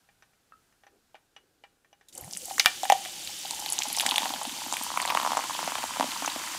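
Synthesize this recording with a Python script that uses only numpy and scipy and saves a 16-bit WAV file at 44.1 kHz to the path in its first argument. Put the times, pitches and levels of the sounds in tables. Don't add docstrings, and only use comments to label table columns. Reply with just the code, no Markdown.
import sys
import numpy as np
from scipy import signal
from scipy.fft import rfft, irfft, next_fast_len
from scipy.io import wavfile

SR = 44100
rng = np.random.default_rng(int(sys.argv[2]) if len(sys.argv) > 2 else 0)


def int16_out(signal):
    q = np.round(np.clip(np.atleast_2d(signal).T, -1, 1) * 32767)
    wavfile.write(sys.argv[1], SR, q.astype(np.int16))


N = 290178
POUR_START_S = 2.085
BUBBLING_MEAN_DB = -46


def amp(db):
    return 10 ** (np.asarray(db) / 20)


def unit(x):
    return x / np.sqrt(np.mean(x ** 2) + 1e-20)


def in_time(rows):
    s, value = np.transpose(rows)
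    return np.interp(np.arange(N) / SR, s, value)


def drift(rate_hz):
    r = np.exp(-80 * np.pi * rate_hz / SR)
    noise = rng.standard_normal(N // 40 + 2002)
    slow = signal.lfilter([1], [1, -2 * r, r * r], noise)[2000:]
    return np.interp(np.arange(N) / 40, np.arange(len(slow)), unit(slow))


def ring(clicks, hz, t60):
    r, w = amp(-60 / (t60 * SR)), 2 * np.pi * hz / SR
    return signal.lfilter([0, np.sin(w)], [1, -2 * r * np.cos(w), r * r], clicks + 1e-18)


def train(times, gains):
    out = np.zeros(N)
    np.add.at(out, np.round(np.asarray(times) * SR).astype(int), gains)
    return out


def add(out, s, piece):
    i = round(s * SR)
    out[i:i + len(piece)] += piece[:N - i]


def band(x, low_hz, high_hz):
    edges = [low_hz, min(high_hz, .45 * SR)]
    return signal.sosfilt(signal.butter(2, edges, "band", fs=SR, output="sos"), x)


def coloured(source, spectrum, patchy_db, flicker_hz):
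    hz, level_db = np.transpose(spectrum)
    edges = hz[0] * 2 ** np.arange(0, np.log2(hz[-1] / hz[0]) + 1 / 3, 1 / 3)
    out, together = 0, drift(flicker_hz / 4)
    for k, (low, high) in enumerate(zip(edges, edges[1:])):
        mean_db = np.interp(np.log(low * high) / 2, np.log(hz), level_db)
        flicker_db = patchy_db * (.8 * together + drift(flicker_hz))
        out = out + band(source[k % 2], low, high) * amp(mean_db + flicker_db)
    return unit(out)


def grains(per_s, spread_db):
    sizes = amp(spread_db * np.minimum(rng.exponential(1, (2, N)), 5)) * rng.choice([-1, 1], (2, N))
    return unit(sizes * (rng.random((2, N)) < per_s / SR))


# (time [s], level [dB])
BUBBLING = [(2.12, -88), (2.18, -48.5), (2.37, -67), (2.52, -56.5), (2.75, -59), (2.9, -58), (3.06, -58),
            (3.2, -57.5), (3.42, -64), (3.46, -51.5), (3.85, -47), (4.14, -37.5), (4.35, -42), (4.6, -47),
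            (4.95, -43.5), (5.12, -35), (5.39, -40), (5.53, -41.5), (6.58, -43.5)]


def small_events(count):
    when = rng.random(count)
    loud, tune = rng.standard_normal((2, count))
    s = POUR_START_S + when * (N / SR - POUR_START_S - 1 / SR)
    return s, np.interp(s, *np.transpose(BUBBLING)), loud, tune


# (pitch [Hz], relative level [dB per Hz])
HUSH = [(13, -47), (22, 9), (60, 6), (170, 5.5), (590, -4.5), (757, 1.5), (1080, -4.5), (1740, 4),
        (2110, -22), (2350, -4.5), (8870, -7), (15000, -13.5), (16300, -28)]
# (time [s], level [dB])
HUSH_LEVEL = [(0.0, -69), (0.38, -70.5), (0.69, -69.5), (1.87, -73.5), (2.03, -73), (2.1, -71)]


def room_tone():
    hush = coloured(rng.standard_normal((2, N)), HUSH, patchy_db=.5, flicker_hz=6)
    return amp(in_time(HUSH_LEVEL)) * hush


# (time [s], touch level [dB], air column level [dB],
# pitch that the wall rings nearest to [Hz], tink level of the top modes [dB])
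CLINKS = [(0.089, -43.5, -63, 2010, -79), (0.224, -37, -61, 1690, -63), (0.334, -50, -87, 2000, -83),
          (0.725, -52, -88, 1750, -75), (0.836, -39.5, -58, 1660, -74), (0.867, -38, -54.5, 1710, -67),
          (1.145, -39, -45.5, 2960, -85), (1.153, -35.5, -49, 1730, -82), (1.364, -29.5, -53.5, 3140, -63),
          (1.638, -31, -47.5, 2320, -84), (1.847, -46, -71, 1800, -82), (1.929, -41.5, -52, 2900, -63),
          (2.011, -40.5, -67, 1750, -71)]
# (pitch [Hz], relative level [dB], t60 [s],
# group: 0 air column, 1-4 wall modes from low to high)
GLASS = [(690, 0, .03, 0), (800, 2, .09, 0), (1563, -3, .05, 1), (1700, -2, .04, 1), (1803, 0, .07, 1),
         (1870, 0, .06, 1), (2363, 5, .07, 2), (2912, 5, .07, 3), (3230, -2, .04, 3), (5100, 0, .03, 4),
         (5950, 6, .04, 4)]
RATTLE_DB, WALL_DB = -10, -18.5
WALL_FALL_DB_PER_OCTAVE = 24


def clinks():
    s, touch_db, column_db, pitch, tink_db = np.transpose(CLINKS)
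    touches = train(s, amp(touch_db + RATTLE_DB))
    dying = signal.lfilter([1], [1, -np.exp(-1 / (0.012 * SR))], touches)
    out = band(dying * rng.standard_normal(N), low_hz=650, high_hz=2830)
    for hz, level_db, t60, group in GLASS:
        wall_db = touch_db + WALL_DB - WALL_FALL_DB_PER_OCTAVE * np.abs(np.log2(pitch / hz))
        strike_db = [column_db, wall_db, wall_db, wall_db, tink_db][group]
        chance_db = rng.normal(0, 2, len(s))
        out += ring(train(s, amp(strike_db + level_db + chance_db)), hz, t60)
    return out


# (time [s], level [dB])
RUSTLE = [(.4, -84), (.5, -79), (.8, -86), (.95, -67.5), (1.05, -86), (1.45, -74), (1.7, -78.5)]


def rustle():
    noise = unit(band(rng.standard_normal(N), low_hz=262, high_hz=520))
    return amp(in_time(RUSTLE) + 0.96 * drift(26)) * noise


# (time [s], level before the modes' own levels [dB])
CAN_FLEX = [(0.522, -43)]
# (pitch [Hz], relative level [dB], t60 [s])
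CAN = [(1100, -30, .05), (1235, -2, 0.15), (1290, 8, 0.16), (1346, 3, 0.19), (1610, 0, 0.089),
       (1810, -6, .07), (2630, -8, 0.1)]


def can():
    s, flex_db = np.transpose(CAN_FLEX)
    return sum(ring(train(s, amp(flex_db + level_db - 14.0)), hz, t60) for hz, level_db, t60 in CAN)


# (pitch [Hz], relative level [dB per Hz])
FIZZ = [(1000, -10), (1700, -4.5), (2320, 0.5), (2730, 3), (3110, 2), (5240, 3), (7360, 2.5), (10400, -1.5),
        (15100, -11), (16300, -7.5)]
# (pitch [Hz], width [Hz], lift [dB])
FIZZ_PEAKS = [(3050, 130, 6), (3550, 300, 3), (4620, 150, 4), (6800, 2500, 2)]
# (time [s], level [dB])
FIZZ_LEVEL = [(2.085, -48.5), (2.122, -70), (2.128, -51), (2.3, -46.5), (2.5, -39), (2.64, -39.5),
              (2.76, -41.5), (3.3, -40), (3.5, -39.5), (4.1, -36.5), (4.35, -38.5), (6.58, -38)]
THIN_FIZZ_HZ, THIN_FIZZ_DB = 5500, -8.5
FIZZ_FULL_S = 2.63


def fizz():
    level_db = in_time(FIZZ_LEVEL)
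    source = rng.standard_normal((2, N)) + .5 * grains(4000, spread_db=3)
    hiss = coloured(source, FIZZ, patchy_db=.7, flicker_hz=16)
    for hz, width_hz, lift_db in FIZZ_PEAKS:
        peak = signal.lfilter(*signal.iirpeak(hz, hz / width_hz, fs=SR), hiss)
        hiss = hiss + (amp(lift_db) - 1) * peak
    hiss = unit(hiss)
    full = amp(THIN_FIZZ_DB * np.clip((FIZZ_FULL_S - np.arange(N) / SR) / 0.07, 0, 1))
    hiss = full * hiss + (1 - full) * band(hiss, THIN_FIZZ_HZ, high_hz=18900)
    return amp(level_db) * hiss + amp(level_db - 9) * crackle(300)


def crackle(per_s):
    clicks, dealt = grains(per_s, spread_db=3)[0], rng.integers(0, 14, N)
    pitches = np.geomspace(3000, 13000, num=14)
    rings = sum(ring(clicks * (dealt == k), hz, 33.0 / hz) for k, hz in enumerate(pitches))
    return unit(band(rings, low_hz=2500, high_hz=15600))


SPLASH_DB, SPLASH_SHARE = -60, 0.59
SPLASH_GROWS_DB_PER_S = 3.5


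def splash(poured_s, swing_db):
    level_db = SPLASH_DB + SPLASH_SHARE * swing_db + SPLASH_GROWS_DB_PER_S * poured_s
    source = rng.standard_normal(N) + 0.59 * grains(900, spread_db=11.0)[0]
    return amp(level_db) * unit(band(source, low_hz=980, high_hz=2500))


# (time [s], pitch [Hz])
COLUMN_PITCH = [(2.1, 730), (3.0, 796), (4.3, 840), (5.1, 980), (6.58, 953)]


def drumming():
    source = grains(400, spread_db=6.0)[0] + 0.63 * rng.standard_normal(N)
    hz = in_time(COLUMN_PITCH)
    column = air_column(air_column(source, hz, width_hz=200), hz, width_hz=600)
    return amp(in_time(BUBBLING)) * column


def air_column(source, hz, width_hz):
    out, state, r = np.zeros(N), np.zeros(2), np.exp(-np.pi * width_hz / SR)
    for i in range(0, N, 256):
        a = [1, -2 * r * np.cos(2 * np.pi * hz[i] / SR), r * r]
        out[i:i + 256], state = signal.lfilter([1, 0, -1], a, source[i:i + 256], zi=state)
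    return unit(out)


# (pitch [Hz], relative level [dB per Hz])
GURGLE = [(15, -59), (25, -50), (49, -2.5), (102, -3.5), (198, 3), (261, -9), (339, 4), (389, -30),
          (500, 12), (650, -30.5), (1100, -120)]
GURGLE_DB, GURGLE_SHARE = -57.5, 0.12


def gurgle(poured_s, swing_db):
    noise = coloured(rng.standard_normal((2, N)), GURGLE, patchy_db=1.2, flicker_hz=14)
    return np.clip(poured_s / 0.082, 0, 1) * amp(GURGLE_DB + GURGLE_SHARE * swing_db) * noise


def pour():
    poured_s = np.arange(N) / SR - POUR_START_S
    swing_db = in_time(BUBBLING) - BUBBLING_MEAN_DB
    sounds = fizz() + splash(poured_s, swing_db) + drumming() + gurgle(poured_s, swing_db)
    return (poured_s > 0) * sounds


# (time [s], level [dB], pitch [Hz])
SNAPS = [(2.0855, -45, 6960), (2.126, -43, 5000), (2.1514, -30, 9250), (2.177, -27.5, 8000),
         (2.1798, -25, 10700), (2.2108, -27, 13300), (2.245, -31.5, 10000), (2.31, -27, 6070),
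         (2.328, -26.5, 9400), (2.3339, -20, 6400), (2.35, -27, 5000), (2.366, -32.5, 2940),
         (2.372, -17, 9800), (2.4546, -25.5, 7650), (2.4573, -25, 12000), (2.503, -31, 1970),
         (2.5818, -19, 7200), (2.581, -19, 1550), (2.5962, -3, 5500), (2.599, -6, 2900),
         (2.6028, -22, 5200), (2.6478, -22, 1860), (2.659, 0.5, 1990), (2.6595, 1, 3030),
         (2.6765, -26, 1840), (2.6818, -21, 2550), (2.8324, -20, 7160), (2.8392, -24, 3300),
         (2.8451, -21.5, 9100), (2.8529, -21, 1950), (2.8945, -26, 3640), (2.8996, -8.5, 2120),
         (2.9, -15, 6700), (2.9073, -22, 3000), (2.9215, -10, 2400), (2.9216, -18, 6840),
         (2.9266, -16, 7560), (3.0507, -23, 3100), (3.057, -27, 2500), (3.274, -19, 3970),
         (3.4561, -22.5, 4000), (3.5086, -16.5, 4860), (3.509, -13.5, 8800), (3.5466, -28, 10500),
         (3.5957, -25, 12700), (3.6003, -22, 7900), (3.661, -16.5, 3940), (3.6894, -20, 4400),
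         (3.7011, -18, 10300), (3.7234, -13, 9050), (3.7311, -14, 11400), (3.7822, -18.5, 3650),
         (3.7888, -11, 6740), (3.8141, -26, 2190), (3.8206, -13, 3770), (3.8337, -15.5, 6700),
         (3.8716, -27, 3500), (3.884, -20.5, 10200), (3.9009, -23, 3730), (3.9221, -26, 3470),
         (3.9281, -19, 11200), (3.948, -20, 3720), (3.9663, -14, 9000), (3.9712, -20, 5900),
         (3.9737, -20, 3470), (3.9855, -15, 5700), (3.989, -19, 11000), (3.998, -9, 4130),
         (4.0064, -13.5, 3440), (4.0082, -13.5, 9400), (4.0132, -19.5, 11000), (4.063, -8.5, 2900),
         (4.0645, -10, 8060), (4.09, -15, 3860), (4.0989, -21, 10800), (4.1106, -8, 3650),
         (4.116, -18, 3170), (4.141, -20, 3300), (4.159, -11.5, 3560), (4.1615, -14.5, 8700),
         (4.181, -6.5, 3550), (4.2028, -20.5, 3150), (4.2205, -20, 3800), (4.2312, -21, 3630),
         (4.2564, -19.5, 2310), (4.2926, -17.5, 3950), (4.3378, -20.5, 4000), (4.432, -20, 9900),
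         (4.4519, -23, 3830), (4.4948, -24, 3400), (4.7255, -14, 7700), (4.7354, -20, 8850),
         (4.7401, -18, 3600), (4.7684, -15.5, 2590), (4.8249, -21, 8800), (4.8352, -19.5, 14900),
         (4.974, -14.5, 2070), (5.0005, -13.5, 2170), (5.0172, -16, 8600), (5.0243, -22, 4200),
         (5.052, -20, 2500), (5.0583, -18, 8040), (5.0766, -17.5, 4300), (5.0872, -21, 4540),
         (5.0953, -19, 3040), (5.1017, -14, 2340), (5.1726, -13, 2260), (5.1993, -23, 3990),
         (5.2131, -25, 3180), (5.3727, -19.5, 7300), (5.4395, -23, 2360), (5.5646, -24, 4470),
         (5.6788, -29, 2260), (5.7534, -23, 3070), (6.028, -20.5, 3300), (6.1179, -19.5, 3220),
         (6.2602, -16.5, 6300), (6.2798, -19, 2700), (6.392, -30, 6840)]
SNAP_RISE_S, SPLINTER_S = 0.0001, .0007
SNAP_CYCLES = 2.1
CYCLES_BY_PITCH, BLUNT_DB_PER_DB = 1, 0.28
SMALL_SNAP_DB, SMALL_SNAP_SPREAD_DB = -31.5, 2
SMALL_SNAP_SHARE = 1


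def snaps():
    out, t = np.zeros(N), np.arange(SR // 50) / SR
    s, bubbling_db, loud, tune = small_events(count=70)
    small_db = SMALL_SNAP_DB + SMALL_SNAP_SHARE * (bubbling_db - BUBBLING_MEAN_DB)
    small_db = small_db + SMALL_SNAP_SPREAD_DB * loud
    small_hz = np.clip(3800 * 2 ** (0.58 * tune), 1500, 12000)
    events = [*SNAPS, *zip(s, small_db, small_hz)]
    shape = (np.exp(-t / SPLINTER_S) + 0.078 * np.exp(-t / 0.011)) * (1 - np.exp(-t / SNAP_RISE_S))
    for s, level_db, hz in events:
        splinter = rng.standard_normal(len(t)) * shape
        cycles = SNAP_CYCLES * (hz / 3500) ** CYCLES_BY_PITCH * amp(-BLUNT_DB_PER_DB * (level_db + 23))
        tone = ring(splinter, hz, 2.98 * cycles / hz)
        burst = tone / np.abs(tone).max() + .8 * splinter / np.abs(splinter).max()
        burst = band(band(burst, 0.61 * hz, high_hz=13300), 0.41 * hz, high_hz=19000)
        add(out, s, amp(level_db) * burst / np.abs(burst).max())
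    s, level_db, pitch = np.transpose(events)
    for hz, _, t60, _ in GLASS[4:]:
        near_db = -16.0 * np.abs(np.log2(pitch / hz)) - 4.9 * (s - POUR_START_S)
        chance_db = rng.normal(0, 3.6, len(s))
        out += ring(train(s, amp(level_db - 17 + near_db + chance_db)), hz, t60)
    return out


# (time [s], peak level [dB], pitch at mid-life [Hz])
GLUGS = [(2.176, -47, 520), (2.214, -45, 95), (2.24, -44, 119), (2.265, -43.5, 164), (2.345, -49, 190),
         (2.42, -46, 510), (2.55, -50, 274), (2.58, -43, 480), (3.8702, -40, 266), (4.058, -37.5, 261),
         (4.1146, -39, 292), (4.1985, -41, 280), (4.227, -39, 259), (4.2971, -37, 282), (4.3512, -41, 250),
         (4.4687, -34, 258), (4.5194, -40, 265), (4.6607, -38, 276), (4.7208, -43, 274), (4.8055, -38, 258),
         (5.1636, -60, 241), (5.6235, -46, 260), (5.6718, -54, 268), (5.8342, -44, 262), (5.9905, -38, 286),
         (6.0202, -32, 273), (6.05, -39, 265), (6.08, -37.5, 268), (6.2157, -42, 270), (6.2713, -38, 288),
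         (6.3569, -44, 287)]
SMALL_GLUG_DB, SMALL_GLUG_SHARE = -54.5, .7
SMALL_GLUG_HZ, SMALL_GLUG_DETUNE = 266.6, 0.14
GLUG_LIFE_S, DRY_GLUG_LIFE_S, BOTTOM_COVERED_S = 0.019, 0.029, 3
GLUG_RISE_HZ_PER_S = 770


def glugs():
    out = np.zeros(N)
    s, bubbling_db, loud, tune = small_events(count=320)
    small_db = SMALL_GLUG_DB + SMALL_GLUG_SHARE * (bubbling_db - BUBBLING_MEAN_DB) + 2.5 * loud
    small_hz = SMALL_GLUG_HZ * (1 + SMALL_GLUG_DETUNE * tune)
    for s, peak_db, hz in [*GLUGS, *zip(s, small_db, small_hz)]:
        life = GLUG_LIFE_S if s > BOTTOM_COVERED_S else DRY_GLUG_LIFE_S
        t = np.arange(round(life * SR)) / SR
        rise = GLUG_RISE_HZ_PER_S * (SMALL_GLUG_HZ / hz) ** 2
        turns = hz * t + rise * (t - life / 2) ** 2 / 2
        add(out, s, np.sin(2 * np.pi * turns) * amp(peak_db) * np.hanning(len(t)))
    return out


# (time [s], level [dB], pitch [Hz])
PLOPS = [(2.4826, -34.5, 747), (2.5102, -23.5, 786), (2.5982, -27, 800), (2.6599, -18, 767),
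         (2.6735, -24.5, 741), (2.833, -16, 765), (2.8529, -22.5, 797), (2.8998, -3, 803),
         (2.922, -2.5, 767), (2.9556, -29, 816), (3.0588, -30.5, 730), (3.2943, -35.5, 823),
         (3.4507, -28, 785), (3.5098, -30.5, 913), (3.534, -32.5, 894), (3.5919, -31, 840),
         (3.6226, -31, 824), (3.6624, -27.5, 810), (3.7216, -29.5, 820), (3.789, -27.5, 860),
         (3.865, -29, 820), (3.9016, -28, 810), (3.9734, -25.5, 813), (4.0632, -19, 800),
         (4.1201, -19, 1010), (4.1584, -25, 830), (4.1809, -15, 840), (4.2202, -20, 850),
         (4.2313, -19, 970), (4.2564, -16.5, 830), (4.305, -21.5, 980), (4.3372, -18.5, 790),
         (4.4516, -22.5, 836), (4.663, -23.5, 830), (4.725, -16, 980), (4.7368, -19, 910),
         (4.8125, -20.5, 890), (4.903, -19.5, 1120), (4.917, -20.5, 980), (4.974, -11, 1080),
         (5.0008, -19.5, 980), (5.0172, -21, 1000), (5.028, -19, 1030), (5.052, -14, 910),
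         (5.0763, -18, 980), (5.0869, -19, 895), (5.1017, -14, 1020), (5.122, -14, 990), (5.1502, -7, 950),
         (5.1725, -9, 1100), (5.1994, -13.5, 1070), (5.214, -19, 1070), (5.232, -18, 990),
         (5.2492, -11, 1000), (5.263, -10, 990), (5.2747, -10.5, 1000), (5.3068, -15, 1020),
         (5.319, -10.5, 910), (5.3326, -12.5, 1010), (5.35, -17, 920), (5.3706, -7, 980),
         (5.377, -10.5, 960), (5.3912, -13, 920), (5.439, -24.5, 920), (5.497, -18, 1040),
         (5.5503, -21, 980), (5.591, -15, 930), (5.629, -15.5, 920), (5.6765, -10, 756), (5.7205, -15, 980),
         (5.755, -14, 1060), (5.7848, -16, 880), (5.8394, -12.5, 890), (5.9611, -21, 1010),
         (5.9701, -17, 980), (5.9978, -6.5, 674), (6.009, -5.5, 950), (6.0269, -12, 925),
         (6.042, -11.5, 600), (6.223, -15.5, 820), (6.2476, -16.5, 1290), (6.2771, -11, 886),
         (6.361, -14.5, 644), (6.549, -21, 980)]
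PLOP_T60_LEAST_S, PLOP_T60_S = 0.005, 0.032
FOAM_DAMPS_S = 1.61
LOUD_PLOP_SHORTER_DB_PER_DB = 0.04
SMALL_PLOP_DB, SMALL_PLOP_SPREAD_DB = 10, 2
SMALL_PLOP_DETUNE = 0.064


def plops():
    out, t = np.zeros(N), np.arange(SR // 5) / SR
    s, bubbling_db, loud, tune = small_events(count=200)
    small_db = bubbling_db + SMALL_PLOP_DB + SMALL_PLOP_SPREAD_DB * loud
    small_hz = np.interp(s, *np.transpose(COLUMN_PITCH)) * (1 + SMALL_PLOP_DETUNE * tune)
    for s, level_db, hz in [*PLOPS, *zip(s, small_db, small_hz)]:
        foam = 1 + ((s - POUR_START_S) / FOAM_DAMPS_S) ** 4.3
        shorter = amp(-LOUD_PLOP_SHORTER_DB_PER_DB * (level_db + 25))
        t60 = PLOP_T60_LEAST_S + PLOP_T60_S / foam * shorter
        fading = amp(-60 * t / t60) + amp(-19 - 60 * t / (5 * t60))
        tap = .9 * np.exp(-t / .0001)
        add(out, s, amp(level_db) * (np.sin(2 * np.pi * hz * t) * fading + tap))
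    return band(band(out, low_hz=520, high_hz=11100), low_hz=550, high_hz=13300)


DRINK_HZ, DRINK_T60_S = 271, 0.043
DRINK_DB, DRINK_GROWS_DB_PER_S = -38, 3.5
DRINK_FALL_DB_PER_OCTAVE = 16


def drink_hum():
    s, knock_db, hz = np.transpose(PLOPS)
    high_db = DRINK_FALL_DB_PER_OCTAVE * np.log2(hz / 800)
    hum_db = knock_db + DRINK_DB + DRINK_GROWS_DB_PER_S * (s - POUR_START_S) - high_db
    return band(ring(train(s, amp(hum_db)), DRINK_HZ, DRINK_T60_S), low_hz=167, high_hz=615)


THUMP_DB, THUMP_S = -14, 0.00022


def overload_thump():
    loudest_s = max(SNAPS, key=lambda snap: snap[1])[0]
    click = train([loudest_s], amp(THUMP_DB)) + 1e-18
    return signal.lfilter([1], [1, -np.exp(-1 / (THUMP_S * SR))], click)


ROOM_T60_S, ROOM_DB, WALL_CUT_HZ = 0.32, -25.5, 8700


def room(x):
    size = next_fast_len(N + SR)
    hz = np.arange(size // 2 + 1) * SR / size
    dull, echo = 1 / (1 + 1j * hz / WALL_CUT_HZ), 0
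    for k, lag in enumerate(np.geomspace(.006, .029, num=8)):
        loop = amp(-60 * lag / ROOM_T60_S) * dull * np.exp(-2j * np.pi * hz * lag)
        echo = echo + (-1) ** k * loop / (1 - loop)
    return irfft(rfft(x, size) * echo, size)[:N]


def scene():
    hits = clinks() + can() + snaps() + plops()
    hits = band(hits, low_hz=464, high_hz=20000)
    close = rustle() + hits + pour() + glugs() + drink_hum()
    return (room_tone() + close + overload_thump() + amp(ROOM_DB) * room(hits))[None]


def record(dry):
    return signal.sosfilt(signal.cheby2(20, 90, 16300, fs=SR, output="sos"), np.clip(dry, -1, 1))


dry = scene()
out = record(dry)
int16_out(out)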